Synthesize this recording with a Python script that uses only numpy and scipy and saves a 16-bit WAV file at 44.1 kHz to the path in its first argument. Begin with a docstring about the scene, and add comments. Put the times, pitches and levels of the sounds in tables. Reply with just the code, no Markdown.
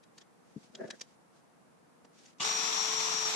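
"""Faint ticks and rustles over quiet workshop hiss come first. A hand thumps the bench and a cordless
drill is dragged off it; both ring the wood. Small metal parts tick; cloth and skin rustle.
At 2.4 s the gears clunk, the drill spins up and cuts sheet metal: motor hum and gear whine at
multiples of the motor speed, over a broad rasp. Near the end the bit bites and the speed sags."""
import sys
import numpy as np
from scipy import signal
from scipy.fft import rfft, irfft
from scipy.io import wavfile
from scipy.ndimage import uniform_filter1d

SR = 44100
rng = np.random.default_rng(int(sys.argv[2]) if len(sys.argv) > 2 else 0)


def pcm_store(signal):
    """Save signal as 16-bit PCM."""
    levels = np.round(np.clip(np.atleast_2d(signal), -1, 1) * 32767)
    wavfile.write(sys.argv[1], SR, levels.astype(np.int16).T)


N = 147735

# Each row: frequency in Hz, relative spectral density in dB.
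ROOM_SPECTRUM = [(12, -71), (20, -44), (118, -13), (174, -3), (294, -7), (367, -7), (398, -12.5), (470, -6),
                 (555, -11.5), (638, -9.5), (1210, -14), (3090, -28), (3360, -29), (10200, -30),
                 (15000, -50)]
RUSTLE_SPECTRUM = [(710, -41), (1200, -30), (1330, -8), (1720, -14), (2050, -9), (6410, -7.5), (8640, -15),
                   (14000, -38)]
TICK_SPECTRUM = [(300, 7), (1500, -1), (2500, 2), (4000, 0), (6000, 2), (8000, -4.5), (15000, -41)]
RASP_SPECTRUM = [(60, -44), (150, -16.5), (220, -15), (500, -19.5), (700, -12.5), (900, -6.5), (1200, -7.5),
                 (1650, -15), (2450, -8), (2900, -11), (3700, -7), (4600, -11.5), (5600, -7), (7400, -10),
                 (8300, -22), (9400, -24), (10300, -41), (11000, -31), (11700, -49), (12800, -36),
                 (13600, -41.5), (15000, -47)]
# Each row: start in seconds, length in seconds, level in dB.
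RUSTLE_SWELLS = [(0.134, 0.11, -71.5), (0.434, 0.16, -75), (0.564, 0.14, -66), (0.688, 0.29, -69),
                 (0.917, 0.14, -69.5), (1.027, 0.13, -71), (1.324, 0.09, -72.5), (2.126, 0.22, -63.5)]
# Each row: time in seconds, level in dB, relative level of the upper ring in dB.
DRAG_ENVELOPE = [(0.73, -76, -12), (0.74, -61, -19), (0.75, -51, -20), (0.784, -58.5, -13),
                 (0.814, -37.5, -14.5), (0.832, -46.5, -13), (0.848, -39.5, -15), (0.86, -47.5, -6),
                 (0.878, -52.5, -21), (0.894, -46.5, -21), (0.908, -71, 14), (0.924, -59, -3),
                 (0.938, -49, -9.5), (0.952, -59, -3), (0.97, -80, -12)]
# Each row: frequency in Hz, bandwidth in Hz, gain in dB.
WOOD_RINGS = [(232, 67, 0.5), (392, 84, 1), (495, 84, 0.5), (620, 53, 3)]
METAL_RINGS = [(1770, 90, -8), (3270, 34, -8.5), (3880, 33, -6.5), (4730, 90, -9.5), (5700, 66, -8),
               (6800, 130, -10.5)]
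# Each row: time in seconds, strength in dB.
BENCH_BLOWS = [(0.5602, -42), (0.564, -28.5), (0.578, -40), (0.644, -52), (0.699, -54), (.814, -41),
               (0.846, -36), (2.404, -39)]
GEAR_BLOWS = [(2.399, -45), (2.406, -34.5), (2.413, -38), (2.42, -33.5)]
# Each row: frequency in Hz, gain in dB, T60 in seconds.
BENCH_MODES = [(218, -3.5, 0.042), (296, -1.5, 0.033), (410, -3, 0.058), (517, -13, .04)]
GEAR_MODES = [(2840, -5, 0.059), (2915, 4.5, 0.058), (3370, -1, 0.068), (1169, -7, .06)]
# Each row: start in seconds, strength in dB, boosted band in Hz, left over right in dB,
# length in seconds, gain below 1 kHz in dB, gain above 11 kHz in dB.
TICK_BURSTS = [(0.035, -57.5, 3800, 5, 0.0066, -12, 0), (0.181, -44.5, 4400, 1.5, 0.0049, -3, 10),
               (0.2136, -50.5, 3360, 2.0, 0.0075, -1, -11), (0.7517, -39.5, 3330, 3, 0.004, -19, -13),
               (0.878, -50, 1480, -1, 0.0067, 0, 0), (0.9057, -32, 1610, 2, 0.0047, -5.5, -3),
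               (0.997, -51, 5740, -8, 0.004, -10, 0), (1.0126, -33, 5620, -0.5, 0.0048, -5, 3.5),
               (2.0486, -45, 1600, -0.5, 0.0057, 13.5, -5), (2.187, -58, 5430, 9, 0.0054, -10, 8),
               (2.258, -53.5, 6500, 2, 0.0064, -15, 0)]
# Each row: time in seconds, then rasp gain, whine gain, whine left over right and hum gain in dB.
DRILL_ENVELOPE = [(2.42, -34.5, -38, 0, -54), (2.462, -34.5, -37, -1, -47.5),
                  (2.475, -35.5, -38.5, 5, -49.5), (2.506, -35.5, -31.5, 4, -52),
                  (2.54, -36.5, -36.5, -2, -52), (2.572, -36, -34, 7, -50.5),
                  (2.604, -36.5, -40, 19, -51.5), (2.682, -36, -38, 19, -52),
                  (2.712, -36.5, -43.5, 17, -50.5), (2.74, -35.5, -37.5, 14, -52),
                  (2.822, -37, -35, 16, -51), (2.862, -36.5, -37, 11, -50), (2.906, -37, -38.5, 17, -48.5),
                  (2.942, -35.5, -39.5, 11, -46.5), (2.97, -37.5, -32.5, 11, -49),
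                  (3.01, -35.5, -38.5, 16, -48.5), (3.07, -36.5, -38, 14, -49.5), (3.09, -36, -40, 15, -48),
                  (3.128, -36, -35, 11, -50.5), (3.246, -38.5, -35.5, 12, -48.5),
                  (3.274, -35, -33, 8, -45.5), (3.312, -36.5, -44, -6, -51.5), (3.35, -36, -42, 4, -47)]
# Each row: multiple of motor speed, gain in dB, left over right in dB, waver in dB, left lead in cycles.
FAINT_ORDERS = [(4, -57, 9, 2.5, .3), (8, -55.5, 4, 2.5, .15), (16, -57, -5, 2, .35), (20, -73, 0, 2, .2),
                (26, -65, -3, 1.5, .1)]
# Each row: frequency in Hz, left over right in dB.
RASP_BALANCE = [(60, -15), (110, 3.5), (200, 6.5), (380, 4.5), (700, 10), (1290, 9), (2380, 1), (4400, 5.5),
                (8120, -3.5), (15000, 6)]


def undb(db):
    return 10 ** (np.asarray(db) / 20)


def unit_rms(x):
    return x / np.sqrt(np.mean(x ** 2))


def curve(table, t, column):
    return np.interp(t, np.array(table)[:, 0], np.array(table)[:, column])


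def colour(x, points):
    """Weight the spectrum by (Hz, dB) points."""
    bins_hz = np.fft.rfftfreq(N, 1 / SR) + 1
    hz, db = np.array(points).T
    return irfft(rfft(x) * undb(np.interp(np.log(bins_hz), np.log(hz), db)), N)


def band(x, hz, width_hz):
    return signal.lfilter(*signal.iirpeak(hz, hz / width_hz, fs=SR), x)


def pan(left_db):
    return undb(np.array([left_db / 2, -left_db / 2]) - 2.72 * np.abs(np.tanh(left_db / 12))).reshape(2, -1)


def drift(rate_hz):
    """Smooth random motion, RMS 1."""
    span = int(SR / rate_hz)
    return unit_rms(uniform_filter1d(uniform_filter1d(rng.standard_normal(N), span), span))


def strike(t, blows, modes, push_s):
    """Gaussian force pulses ring damped modes."""
    force = sum(undb(db) * np.exp(-.5 * ((t - at_s) / push_s * 2) ** 2) for at_s, db in blows)
    age_s = np.arange(SR // 5) / SR
    ring = sum(undb(db) * np.sin(2 * np.pi * hz * age_s) * 1000 ** (-age_s / t60_s)
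               for hz, db, t60_s in modes)
    return signal.fftconvolve(force, ring)[:N] / (push_s * SR)


def room(t, hum_hz=241):
    """Hiss and rumble, independent left and right, with a faint wavering hum."""
    hum = undb(-69 + 1.4 * drift(4.4)) * np.sin(2 * np.pi * hum_hz * t) * np.array([[1], [-.3]])
    hiss = unit_rms(colour(rng.standard_normal((2, N)), ROOM_SPECTRUM))
    return undb(-63 + .23 * drift(16.5)) * hiss + hum


def rustles(t):
    """Skin and cloth rub in faint swells of noise."""
    swell = sum(undb(db) * np.sqrt(np.sin(np.pi * np.clip((t - start_s) / length_s, 0, 1)).clip(0))
                for start_s, length_s, db in RUSTLE_SWELLS)
    friction = rng.standard_normal((2, N)) * undb(2 * drift(74))
    return swell * unit_rms(colour(friction, RUSTLE_SPECTRUM))


def ticks(t, tail_s=.014):
    """Bright bursts with faint tails; small metal parts ring along."""
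    out = np.zeros((2, N))
    for start_s, db, hz, left_db, length_s, body_db, air_db in TICK_BURSTS:
        noise = rng.standard_normal((3, N))
        noise = colour(noise[0] + noise[1:], TICK_SPECTRUM)
        noise = unit_rms(colour(noise, [(1000, body_db), (1700, 0), (7500, 0), (11000, air_db)]))
        noise += undb(6) * band(noise, hz, hz / 9)
        from_peak_s = t - start_s - length_s / 2
        tail = undb(-19) * (from_peak_s > 0) * np.exp(-np.abs(from_peak_s) / tail_s)
        burst = (np.exp(-(from_peak_s / length_s) ** 2) + tail) * noise
        ring = sum(undb(ring_db) * band(burst, ring_hz, width_hz)
                   for ring_hz, width_hz, ring_db in METAL_RINGS)
        out += undb(db - 8.5) * pan(left_db) * (burst + undb(10) * ring)
    return out


def drag(t, upper_hz=1680, upper_width_hz=300):
    """The drill's foot drags over the bench and stirs its wooden resonances."""
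    noise = rng.standard_normal((3, N)) * undb(1.9 * drift(120))
    friction = noise[0] + 1.65 * noise[1:]
    low = unit_rms(sum(undb(db) * band(band(friction, hz, width_hz), hz, 1.2 * width_hz)
                       for hz, width_hz, db in WOOD_RINGS))
    upper = unit_rms(band(band(friction, upper_hz, upper_width_hz), upper_hz, upper_width_hz))
    gate = (t > DRAG_ENVELOPE[0][0]) & (t < DRAG_ENVELOPE[-1][0])
    return gate * undb(curve(DRAG_ENVELOPE, t, 1)) * (low + upper * undb(curve(DRAG_ENVELOPE, t, 2)))


def bench_thumps(t):
    """Soft blows ring the bench."""
    return strike(t, BENCH_BLOWS, BENCH_MODES, push_s=.0014) * pan(8.6)


def gear_clunk(t):
    """The gears take up with short, hard knocks."""
    return strike(t, GEAR_BLOWS, GEAR_MODES, push_s=.0001)


def tone(cycles, left_lead=0):
    return np.sqrt(2) * np.sin(2 * np.pi * (cycles + left_lead * np.array([[1], [0]])))


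def gear_whine(t, turns, bite, mesh_order=13, thin_base_hz=24000):
    """Gear mesh tone, fainter motor and gear orders, and a thin tone that falls as speed rises."""
    mesh_gain = undb(curve(DRILL_ENVELOPE, t, 2) + 1.2 * drift(80))
    out = mesh_gain * pan(curve(DRILL_ENVELOPE, t, 3)) * tone(mesh_order * turns, left_lead=.35 * bite)
    for order, db, left_db, waver_db, lead_cycles in FAINT_ORDERS:
        gain = undb(db + waver_db * np.array([drift(25), drift(28)]))
        out += gain * pan(left_db) * tone(order * turns, lead_cycles)
    thin = tone(thin_base_hz * t - 2 * mesh_order * turns)
    return out + undb(-68 + drift(25)) * pan(-3) * thin


def cutting_rasp(t, repeat_s=.04268, repeat_gain=.42):
    """The bit cuts metal: gritty noise that partly repeats every 43 ms, a fast flutter."""
    grit = rng.standard_normal((2, N)) * undb(1.5 * drift(420) + .4 * drift(60))
    lag = round(repeat_s * SR)
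    for i in range(lag, N, lag):
        grit[:, i:i + lag] += repeat_gain * grit[:, i - lag:i][:, :N - i]
    tilts = [[(hz, sign * db / 2) for hz, db in RASP_BALANCE] for sign in (1, -1)]
    rasp = np.array([colour(colour(side, RASP_SPECTRUM), tilt) for side, tilt in zip(grit, tilts)])
    return np.sqrt(2) * unit_rms(rasp) * undb(curve(DRILL_ENVELOPE, t, 1))


def drill(t, trigger_s=2.384, start_s=2.399, attack_s=.011, spin_up_s=.056,
          run_hz=439.7, bite_s=3.235, sag_s=.04, sag_hz=2.7):
    """The motor climbs from half speed and sags as the bit bites; hum and whine track it over the rasp."""
    age_s = np.maximum(t - start_s, 0)
    attack = 1 - np.exp(-age_s / attack_s)
    rise = np.minimum(age_s / spin_up_s, 1)
    bite = np.clip((t - bite_s) / sag_s, 0, 1)
    speed_hz = run_hz - sag_hz * bite + .13 * drift(30)
    speed_hz *= 1 - .5 * (1 - rise) ** 1.6
    turns = np.cumsum(speed_hz) / SR
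    hum = attack * undb(curve(DRILL_ENVELOPE, t, 4)) * pan(6) * tone(turns)
    whine = attack * rise ** .83 * gear_whine(t, turns, bite)
    rasp_gate = attack + undb(-30) * (t > trigger_s)
    return hum + whine + rasp_gate * cutting_rasp(t)


def scene():
    t = np.arange(N) / SR
    bass_cut = signal.butter(4, 138, "high", fs=SR, output="sos")  # steep, at 138 Hz
    drilling = drill(t)
    handling = bench_thumps(t) + gear_clunk(t) + drag(t) + ticks(t)
    return drilling + signal.sosfilt(bass_cut, handling) + rustles(t) + room(t)


def record(dry):
    """Steep low-pass at 15050 Hz."""
    return signal.sosfilt(signal.ellip(8, .2, 70, 15050, fs=SR, output="sos"), dry)


dry = scene()
out = record(dry)
pcm_store(out)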